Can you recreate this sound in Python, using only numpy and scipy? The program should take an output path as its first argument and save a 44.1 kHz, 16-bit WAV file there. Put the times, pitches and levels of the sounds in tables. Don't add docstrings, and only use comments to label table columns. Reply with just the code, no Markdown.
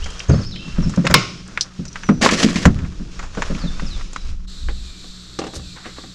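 import sys
import numpy as np
from scipy import signal
from scipy.fft import rfft, irfft, next_fast_len
from scipy.io import wavfile

SR = 44100
rng = np.random.default_rng(int(sys.argv[2]) if len(sys.argv) > 2 else 0)


def materialize(psi):
    bounded = np.clip(np.atleast_2d(psi).T, -1, 1)
    quanta = np.round(bounded * 32767).astype(np.int16)
    wavfile.write(sys.argv[1], SR, quanta)


N = 270774
TIME = np.arange(N) / SR
AGE = TIME[:SR]

# (time [s], level [dB], panel pitch [Hz], floor boom [dB], slap [dB])
HULL_BLOWS = [(.286, -7.5, 133.5, 2.5, -8.5), (.296, -13.5, 271, 3, -8), (.332, -10.5, 148, -2, -9.5),
              (.385, -19, 190, -2, -3.5), (.661, -24.5, 169, -15, -25), (.778, -12, 172, -5.5, -17),
              (.851, -13, 165.6, -4, -26), (.972, -7.5, 175, -14, -16), (1.042, -17, 164, -13, 1),
              (1.096, -13.5, 169, -2, -3), (1.141, -13, 149.4, -12, -6), (1.788, -18.5, 176, -8, -18),
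              (2.088, -3.5, 197.5, -28, -8), (2.210, -14, 211, -20, -6.5), (2.245, -10, 235, -22, 3.5),
              (2.322, -14, 217, -11, -1), (2.442, -4.5, 214, -19, -17), (2.486, -19, 226, -11, -30),
              (2.548, -14, 213, -13, -31), (2.654, -2, 176.5, -2, -6.5), (2.756, -26.5, 170, 8, -25),
              (2.817, -22.5, 168, 9, -14), (2.997, -24.5, 186, -26, -15), (3.370, -24.5, 189, -4, 7.5),
              (3.499, -17.5, 177, -9, -6), (3.545, -24.5, 194, -13, -8), (3.634, -17.5, 178, -28, -12.5),
              (3.818, -23, 177, -27, -9.5)]
# (ratio to panel pitch, level [dB], t60 [s])
PANEL_MODES = [(0.802, -7.5, 0.3), (1, 1.5, 0.094), (1.239, -6.5, 0.19), (1.52, -8.5, 0.12),
               (2.05, -18, 0.11)]
# (frequency [Hz], level [dB], t60 [s])
FLOOR_MODES = [(65.2, 1.5, 0.14), (77.2, -1, 0.3), (106.3, -7, 0.46)]
# (frequency [Hz], level [dB])
SLAP_SPECTRUM = [(100, -35), (280, -2), (550, 4.5), (850, -12), (1300, -6), (2200, -20.5), (5000, -35.5),
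                 (8000, -42), (12000, -69)]
def hull():
    ring_hz, ring_db = 181.5, -22
    out = np.zeros(N)
    for s, db, hz, floor_db, slap_db in HULL_BLOWS:
        rise_s = 0.013 * (181 / hz) ** 3.2
        panel = sum(undb(g) * tone(hz * ratio) * swell(rise_s, t60, hold_s=0.0076)
                    for ratio, g, t60 in PANEL_MODES)
        floor = sum(undb(g) * np.sin(2 * np.pi * f * AGE) * swell(rise_s / 2, t60)
                    for f, g, t60 in FLOOR_MODES)
        ring = undb(ring_db) * tone(ring_hz) * swell(2 * rise_s, t60=1)
        slap = noise(SLAP_SPECTRUM, size=SR) * swell(rise_s / 2, t60=0.12)
        blow = undb(-1) * panel + ring + undb(floor_db) * floor + undb(slap_db) * slap
        add(out, s, undb(db) * blow)
    return out


# (time [s], level [dB], resonance [Hz], chatter t60 [s], bright tick [dB])
TACKLE_CLICKS = [(.042, -25.5, 5400, 0.031, -22), (.060, -28.5, 1720, 0.05, 3),
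                 (0.105, -25.5, 6340, 0.017, -5), (.194, -24, 5230, .046, -25),
                 (.203, -19.5, 2650, .02, -18), (.296, -30, 6300, 0.02, 2), (.560, -21.5, 2130, 0.013, -19),
                 (.895, -29, 6730, 0.056, 0), (0.938, -29, 1400, 0.056, -8), (.961, -28, 5960, .023, -14),
                 (.974, -25.5, 530, 0.099, -27), (1.052, -22.5, 1750, 0.064, 1.5),
                 (1.068, -5.5, 1630, 0.025, -9), (1.1, -24.5, 1370, 0.092, 3.5),
                 (1.112, -19.5, 1350, 0.071, -4), (1.478, -32.5, 6750, .022, -24),
                 (1.575, -10, 1520, 0.026, -30), (1.6092, -9.5, 5150, 0.072, -26),
                 (1.853, -30.5, 5800, .05, -2), (1.881, -30.5, 5500, 0.048, -23),
                 (1.929, -32, 5600, .03, -15), (1.957, -20.5, 1500, 0.048, -10.5),
                 (2.034, -22.5, 1720, 0.043, -14), (2.090, -11, 1120, 0.03, -16),
                 (2.261, -0.5, 890, 0.035, -17), (2.289, -6, 1440, 0.063, -25), (2.430, -19, 2500, .04, 2),
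                 (2.486, -17, 1430, 0.024, -14), (2.557, -17, 2000, .03, -7),
                 (2.654, -3.5, 1190, 0.037, -3), (2.789, -28.5, 1730, 0.039, -9),
                 (2.848, -32, 1700, .034, -24), (3.192, -23, 1330, .07, -5),
                 (3.227, -31.5, 1280, 0.21, -2.5), (3.35, -31.5, 1590, .028, 4),
                 (3.373, -31, 1310, .098, -8), (3.421, -11.5, 1350, .043, -9),
                 (3.549, -26.5, 2500, 0.029, -12), (3.796, -21, 1450, 0.032, -26),
                 (4.01, -32, 1300, .051, -21), (4.132, -29.5, 6800, 0.029, .5),
                 (4.161, -17.5, 1350, 0.024, -3.5)]
def tackle():
    tick_hz_db = [(1000, 11.5), (4000, -3), (7200, 8.5), (9000, -17.5), (12000, -22), (15000, -41)]
    out = np.zeros(N)
    for s, db, hz, t60, tick_db in TACKLE_CLICKS:
        width_hz = 1110 * (hz / 1000) ** 0.46
        body = unit(resonate(resonate(rng.standard_normal(SR), hz, width_hz), hz, width_hz))
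        tick = noise(tick_hz_db, size=SR) * decay(1.44 * t60)
        push, sides = undb(-6.5) * decay(0.011), undb(-16) * decay(0.1)
        add(out, s, undb(db) * (body * (decay(t60) + push + sides) + undb(tick_db) * tick))
    return soften(soften(out, 8200), 9200)


# (time [s], level [dB])
METAL_BLOWS = [(1.072, -29), (1.111, -36.5), (1.141, -7.5)]
# (frequency [Hz], level [dB])
METAL_MODES = [(1082, -39), (2099, -45), (2164, -42), (2363, -44), (2600, -48), (2842, -48), (2982, -48),
               (3537, -50), (3688, -46), (4140, -47), (5050, -46), (5276, -49), (5550, -51), (6864, -51)]
# (frequency [Hz], level [dB])
WASH_SPECTRUM = [(180, -29), (300, 2), (841, -13), (1080, -5), (1470, -0.5), (1650, -14), (2170, -2.5),
                 (3220, -11), (5180, -11.5), (7060, -21), (15000, -72)]
# (frequency [Hz], level [dB])
CRACK_SPECTRUM = [(300, -12.5), (1100, 4), (2500, -5), (5000, -4), (8000, -19), (15000, -47)]
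# (frequency [Hz], level [dB])
SHIMMER_SPECTRUM = [(1500, -24), (2600, -3), (4300, -4), (5300, 1.5), (7000, -12), (9000, -24),
                    (14000, -52)]
def clang():
    weights = undb([g for _, g in METAL_MODES])
    weights /= np.linalg.norm(weights)
    out = np.zeros(N)
    for s, db in METAL_BLOWS:
        ring = sum(w * tone(hz) for w, (hz, _) in zip(weights, METAL_MODES))
        ring *= undb(6) * decay(0.078) + undb(-11.5) * decay(0.48)
        wash = undb(-3.5) * noise(WASH_SPECTRUM, size=SR) * decay(0.42)
        crack = undb(22.5) * noise(CRACK_SPECTRUM, size=SR) * decay(0.025)
        shimmer = undb(-17) * noise(SHIMMER_SPECTRUM, size=SR) * swell(0.01, t60=0.84)
        add(out, s, undb(db) * (crack + ring + wash + shimmer))
    return out


# (time [s], level [dB], rise [s], t60 [s])
FISH_STROKES = [(2.210, -11.5, 0.029, 0.27), (2.245, -27, 0.0054, 0.056), (2.307, -17.5, .009, 0.29),
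                (2.331, -21, 0.0058, 0.043), (2.371, -20, 0.029, 0.43), (2.429, -13, 0.0028, 0.081),
                (2.484, -29, 0.0045, 0.6), (2.556, -24, 0.0041, 0.27), (2.605, -31.5, 0.038, 0.084)]
# (frequency [Hz], level [dB])
SPRAY_SPECTRUM = [(150, -13), (300, 2), (600, -4.5), (900, -17), (1250, -10), (1900, -6.5), (2500, -7),
                  (3600, -9.5), (5500, -9), (7300, -13.5), (8500, -23.5), (11000, -34), (15000, -71)]
# (frequency [Hz], width [Hz], level [dB])
TUB_MODES = [(626, 84, -5), (1133, 67, 7.5), (1820, 140, 9), (3600, 270, -26)]
def splash():
    force, bubbles = np.zeros(N), np.zeros(N)
    for s, db, rise_s, t60 in FISH_STROKES:
        add(force, s, undb(db) * swell(rise_s, t60))
    first_s, last_s = FISH_STROKES[0][0], FISH_STROKES[-1][0] + 0.031
    for when, pitch, strength in rng.random(size=(160, 3)):
        hz = 600 * 9 ** pitch
        bubble = np.sin(2 * np.pi * hz * AGE * (1 + 5 * AGE)) * decay(32 / hz)
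        add(bubbles, first_s + when * (last_s - first_s), strength ** 3 * bubble)
    spray = colour(crackle(9000, spread_db=0.98), SPRAY_SPECTRUM) * flicker(160, depth_db=1.5)
    drops = crackle(260, spread_db=2.5)
    patter = unit(sum(undb(g) * resonate(drops, hz, width_hz) for hz, width_hz, g in TUB_MODES))
    return force * (undb(2.5) * spray + undb(4) * bubbles + undb(-5.5) * soften(patter, 9000))


# (start [s], length [s], scrape [dB], swish [dB])
MOVEMENTS = [(-.05, 0.35, -43, -38), (0.234, .26, -42, -40), (0.548, 0.7, -45, -41),
             (1.43, 0.29, -52, -47.5), (1.915, 0.22, -48, -42.5), (2.723, 0.17, -44, -67),
             (3.091, .2, -49.5, -42.5), (3.302, 0.41, -41.5, -37), (3.58, .56, -48.5, -39.5),
             (4.08, .28, -55, -42)]
# (frequency [Hz], level [dB])
SCRAPE_SPECTRUM = [(200, -14), (400, -1.5), (800, -8.5), (1300, -1.5), (1800, -6.5), (2400, -17.5),
                   (3200, -28.5), (5000, -39)]
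# (frequency [Hz], level [dB])
SWISH_SPECTRUM = [(1470, -19), (2500, -3), (3020, -5.5), (3360, -4.5), (4710, -5), (5330, -3.5),
                  (7060, -8.5), (7750, -15), (8700, -19), (14000, -50)]
def rubbing():
    rest_scrape_db, rest_swish_db = -52.5, -45
    power = sum(np.outer(undb(dbs), arch(s, length_s, taper=0.47)) ** 2
                for s, length_s, *dbs in MOVEMENTS)
    scrape_gain, swish_gain = np.hypot(np.sqrt(power), undb([[rest_scrape_db], [rest_swish_db]]))
    scrape = colour(crackle(4000, spread_db=1.9), SCRAPE_SPECTRUM) * flicker(35, depth_db=3.4)
    swish = colour(crackle(14000, spread_db=0.93), SWISH_SPECTRUM) * flicker(30, depth_db=0.92)
    catches = resonate(crackle(56, spread_db=2.2), 2200, width_hz=3000)
    catches = unit(soften(catches, 7000))
    return scrape_gain * (undb(4.5) * scrape + undb(-6.5) * catches) + swish_gain * undb(-0.5) * swish


# (time [s], level [dB], knock t60 [s], cutoff [Hz])
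GEAR_KNOCKS = [(4.686, -29.5, 0.14, 2480), (5.042, -39, 0.078, 2500), (5.389, -17.5, 0.07, 6100),
               (5.416, -24, 0.1, 2500), (5.439, -25, 0.11, 4020), (5.467, -26, 0.085, 5000),
               (5.535, -31, 0.24, 2000), (5.562, -34.5, 0.099, 2500), (5.595, -33.5, 0.072, 1800),
               (5.765, -45, 0.087, 2500), (5.857, -31, 0.2, 4000), (5.984, -31, 0.059, 2460),
               (6.038, -30, 0.064, 2000)]
# (frequency [Hz], level [dB], t60 [s])
GEAR_MODES = [(235, -1.5, 0.15), (320, 0, 0.14), (524.5, -5, 0.19), (775, -7, 0.18), (1186, -1.5, 0.056),
              (1410, -13, 0.05), (1696, -8, 0.059), (2740, -8, 0.034), (3940, -10, .05)]
# (frequency [Hz], level [dB])
KNOCK_SPECTRUM = [(150, -13), (450, 10.5), (800, -10), (1400, -4.5), (2500, -7), (6000, -4), (9000, -4),
                  (15000, -51)]
# (time [s], level [dB], rise [s], t60 [s], centre [Hz])
SLIDES_AND_THUMP = [(5.531, -35.5, 0.036, 0.073, 6000), (5.55, -33, 0.015, 0.56, 62.3),
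                    (4.685, -33, 0.0014, 0.081, 1370), (5.40, -38, 0.013, 0.48, 603),
                    (5.755, -44.5, 0.012, 0.41, 1270), (5.839, -41.5, 0.019, 0.3, 1510),
                    (5.96, -46.5, 0.013, 0.32, 1250)]
def gear():
    out = np.zeros(N)
    for s, db, t60, cutoff_hz in GEAR_KNOCKS:
        spot = rng.standard_normal((len(GEAR_MODES), 2))
        ring = sum(undb(g + 2.1 * louder) * tone(hz * (1 + 0.028 * detune)) * decay(mode_t60)
                   for (hz, g, mode_t60), (louder, detune) in zip(GEAR_MODES, spot))
        ring *= decay(3 * t60)
        knock = noise(KNOCK_SPECTRUM, size=SR) * decay(t60)
        add(out, s, undb(db) * soften(undb(-10.5) * ring + undb(-5) * knock, cutoff_hz))
    for s, db, rise_s, t60, hz in SLIDES_AND_THUMP:
        grains = crackle(9000, spread_db=1.5)[:SR]
        band = unit(resonate(resonate(grains, hz, width_hz=hz), hz, width_hz=hz))
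        add(out, s, undb(db) * swell(rise_s, t60) * band)
    return soften(out, 7400)


# (start [s], length [s], first pitch [Hz], last pitch [Hz], level [dB], echo [dB])
BIRD_NOTES = [(0.021, 0.032, 2690, 3266, -31.5, 2), (0.281, 0.028, 6500, 6310, -32, -3),
              (.315, .03, 5210, 4170, -33, -2), (0.343, .03, 6330, 6480, -44, -4),
              (.345, 0.034, 5130, 5290, -32, -1), (.412, .032, 6000, 4210, -32.5, -1),
              (0.445, 0.036, 4980, 5360, -27, -1.5), (0.516, 0.028, 4430, 3420, -37.5, 3),
              (.548, 0.033, 2920, 3135, -34.5, 2), (0.586, 0.058, 2580, 2750, -31.5, 1),
              (0.816, 0.04, 6060, 5140, -33, -2), (1.86, 0.039, 6160, 5800, -39.5, -3),
              (2.03, 0.073, 6100, 5770, -34.5, -2), (3.584, 0.12, 5540, 3390, -33, -3.5),
              (3.856, 0.12, 5730, 3330, -33, -6.5), (4.16, 0.048, 3750, 4100, -40, -1),
              (4.205, 0.037, 5400, 4690, -42, -1), (4.76, 0.23, 2700, 2250, -62, 1),
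              (5.583, 0.18, 2910, 2260, -59, 1)]
def birds():
    song, scattered = np.zeros(N), np.zeros(N)
    waver, strength = flicker(500, depth_db=0.13), flicker(90, depth_db=3.1)
    for s, length_s, first_hz, last_hz, db, echo_db in BIRD_NOTES:
        on = (TIME > s) & (TIME < s + length_s)
        along = (TIME[on] - s) / length_s
        glide = np.expm1(-1.6 * along) / np.expm1(-1.6)
        hz = (first_hz + (last_hz - first_hz) * glide) * waver[on]
        envelope = undb(db) * strength[on] * signal.windows.tukey(len(hz), 0.3)
        note = envelope * np.sin(2 * np.pi * np.cumsum(hz) / SR)
        song[on] += note
        scattered[on] += undb(echo_db) * note
    trees = rng.standard_normal(SR) * swell(0.0076, t60=1)
    return undb(-0.5) * song + signal.fftconvolve(scattered, trees / np.linalg.norm(trees))[:N]


# (time [s], level [dB])
BREEZE_LEVELS = [(0, -29.5), (.8, -32), (1.05, -46), (1.7, -45), (2.3, -35.5), (3.6, -27), (4.4, -31.5),
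                 (5.15, -45), (6.14, -47)]
# (start [s], length [s], level [dB])
GUSTS = [(-.1, 0.23, -23.5), (0.762, 0.15, -23.5), (4.212, 0.21, -22), (4.582, 0.23, -21),
         (4.698, 0.27, -29)]
# (frequency [Hz], level [dB])
BUFFET_SPECTRUM = [(10, -6), (22, 1), (38, -6.5), (70, -11.5), (120, -34), (300, -42)]
def buffeting():
    (breeze,) = gains(BREEZE_LEVELS)
    gusts = sum(undb(db) * arch(s, length_s, taper=0.89) for s, length_s, db in GUSTS)
    floor_blows = [(s, db + floor_db) for s, db, _, floor_db, _ in HULL_BLOWS]
    heave = undb(-16) * stirred(floor_blows, rise_s=0.008, t60=0.34)
    return (breeze * flicker(9, depth_db=3.5) + gusts + heave) * noise(BUFFET_SPECTRUM)


# (frequency [Hz], level [dB])
RUMBLE_SPECTRUM = [(45, -9.5), (64, -4.5), (90, -13.5), (122, -1.5), (150, -4.5), (184, 1), (225, -9.5),
                   (310, -9), (450, -21), (900, -35.5)]
def rumble():
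    from_blows = undb(-22.5) * stirred(HULL_BLOWS, rise_s=0.033, t60=1.12)
    from_gear = undb(-18) * stirred(GEAR_KNOCKS, rise_s=0.012, t60=0.36)
    return (from_blows + from_gear + undb(-49)) * noise(RUMBLE_SPECTRUM) * flicker(14, depth_db=2.36)


# (frequency [Hz], level [dB])
HISS_SPECTRUM = [(2000, -22.5), (3100, -10), (3700, 0.5), (4300, 0.5), (4900, -7), (5700, -9.5),
                 (6500, -11.5), (7500, -8.5), (8400, -16.5), (9300, -27), (12000, -31), (14000, -44)]
# (frequency [Hz], level [dB])
TREES_SPECTRUM = [(180, -18), (300, -4.5), (420, -8), (458, -13.5), (857, -21.5), (1240, -9.5),
                  (3000, -19.5), (3900, -53), (6600, -120)]
def background():
    hiss = undb(-46.5) * noise(HISS_SPECTRUM) * flicker(15, depth_db=0.97)
    hush = undb(-56.5) * noise(TREES_SPECTRUM) * flicker(19, depth_db=0.68)
    return hiss + hush


# (multiple, level [dB])
HUM_HARMONICS = [(1, -47.5), (2, -49.5), (3, -45)]
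def hum(hz=61):
    phase = 2 * np.pi * np.cumsum(hz * flicker(12, depth_db=0.1192)) / SR
    return sum(undb(db) * np.sin(k * phase) * flicker(10, depth_db=3.2) for k, db in HUM_HARMONICS)


def undb(db):
    return 10 ** (np.asarray(db) / 20)


def unit(x):
    return x / np.sqrt(np.mean(x ** 2))


def gains(table):
    s, *columns = np.transpose(table)
    return [undb(np.interp(TIME, s, db)) for db in columns]


def add(out, s, sound):
    i = max(int(s * SR), 0)
    out[i:i + len(sound)] += sound[:N - i]


def colour(x, spectrum):
    hz, db = np.transpose(spectrum)
    size = next_fast_len(len(x))
    bin_hz = np.arange(size // 2 + 1) * SR / size + 1
    response = undb(np.interp(np.log(bin_hz), np.log(hz), db, right=-120))
    return unit(irfft(rfft(x, size) * response, size)[:len(x)])


def noise(spectrum, size=N):
    return colour(rng.standard_normal(size), spectrum)


def resonate(x, hz, width_hz):
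    return signal.lfilter(*signal.iirpeak(hz, hz / width_hz, fs=SR), x)


def soften(x, hz):
    return signal.sosfilt(signal.butter(2, hz, fs=SR, output="sos"), x)


def decay(t60):
    return np.exp(-np.log(1000) * AGE / t60)


def swell(rise_s, t60, hold_s=0):
    attack = np.sin(np.pi / 2 * np.minimum(AGE / rise_s, 1))
    return attack * np.exp(-np.log(1000) * np.maximum(AGE - rise_s - hold_s, 0) / t60)


def arch(start_s, length_s, taper):
    along = (TIME - start_s) / length_s
    return np.sin(np.pi / 2 * np.clip(2 * np.minimum(along, 1 - along) / taper, 0, 1)) ** 2


def stirred(blows, rise_s, t60):
    power = np.zeros(N)
    for s, db, *_ in blows:
        add(power, s, (undb(db) * swell(rise_s, t60)) ** 2)
    return np.sqrt(power)


def tone(hz):
    return np.sqrt(2) * np.sin(2 * np.pi * (hz * AGE + rng.random()))


def flicker(per_s, depth_db):
    steps = rng.standard_normal(int(N / SR * per_s) + 2)
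    return undb(depth_db * np.interp(TIME * per_s, np.arange(len(steps)), steps))


def crackle(per_s, spread_db):
    sizes = undb(spread_db * np.minimum(rng.exponential(size=N), 4))
    return (rng.random(N) < per_s / SR) * sizes * rng.standard_normal(N)


# (time [s], first boat [dB], second boat [dB])
BOAT_FADE = [(4.3, -4, -76.5), (4.40, -13, -78), (4.455, -10.5, -46), (4.48, -48, 2.5), (4.52, -92, 4)]
def scene():
    first, second = gains(BOAT_FADE)
    mix = first * (hull() + tackle() + clang() + splash() + rubbing())
    mix += second * (gear() + background())
    mix += (first + second) * birds()
    return (mix + buffeting() + rumble() + hum())[None]


def record(dry, cutoff_hz=15800):
    lowpass = signal.ellip(8, 0.2, 80, cutoff_hz, fs=SR, output="sos")
    return signal.sosfilt(lowpass, np.clip(dry, -1, 1))


dry = scene()
out = record(dry)
materialize(out)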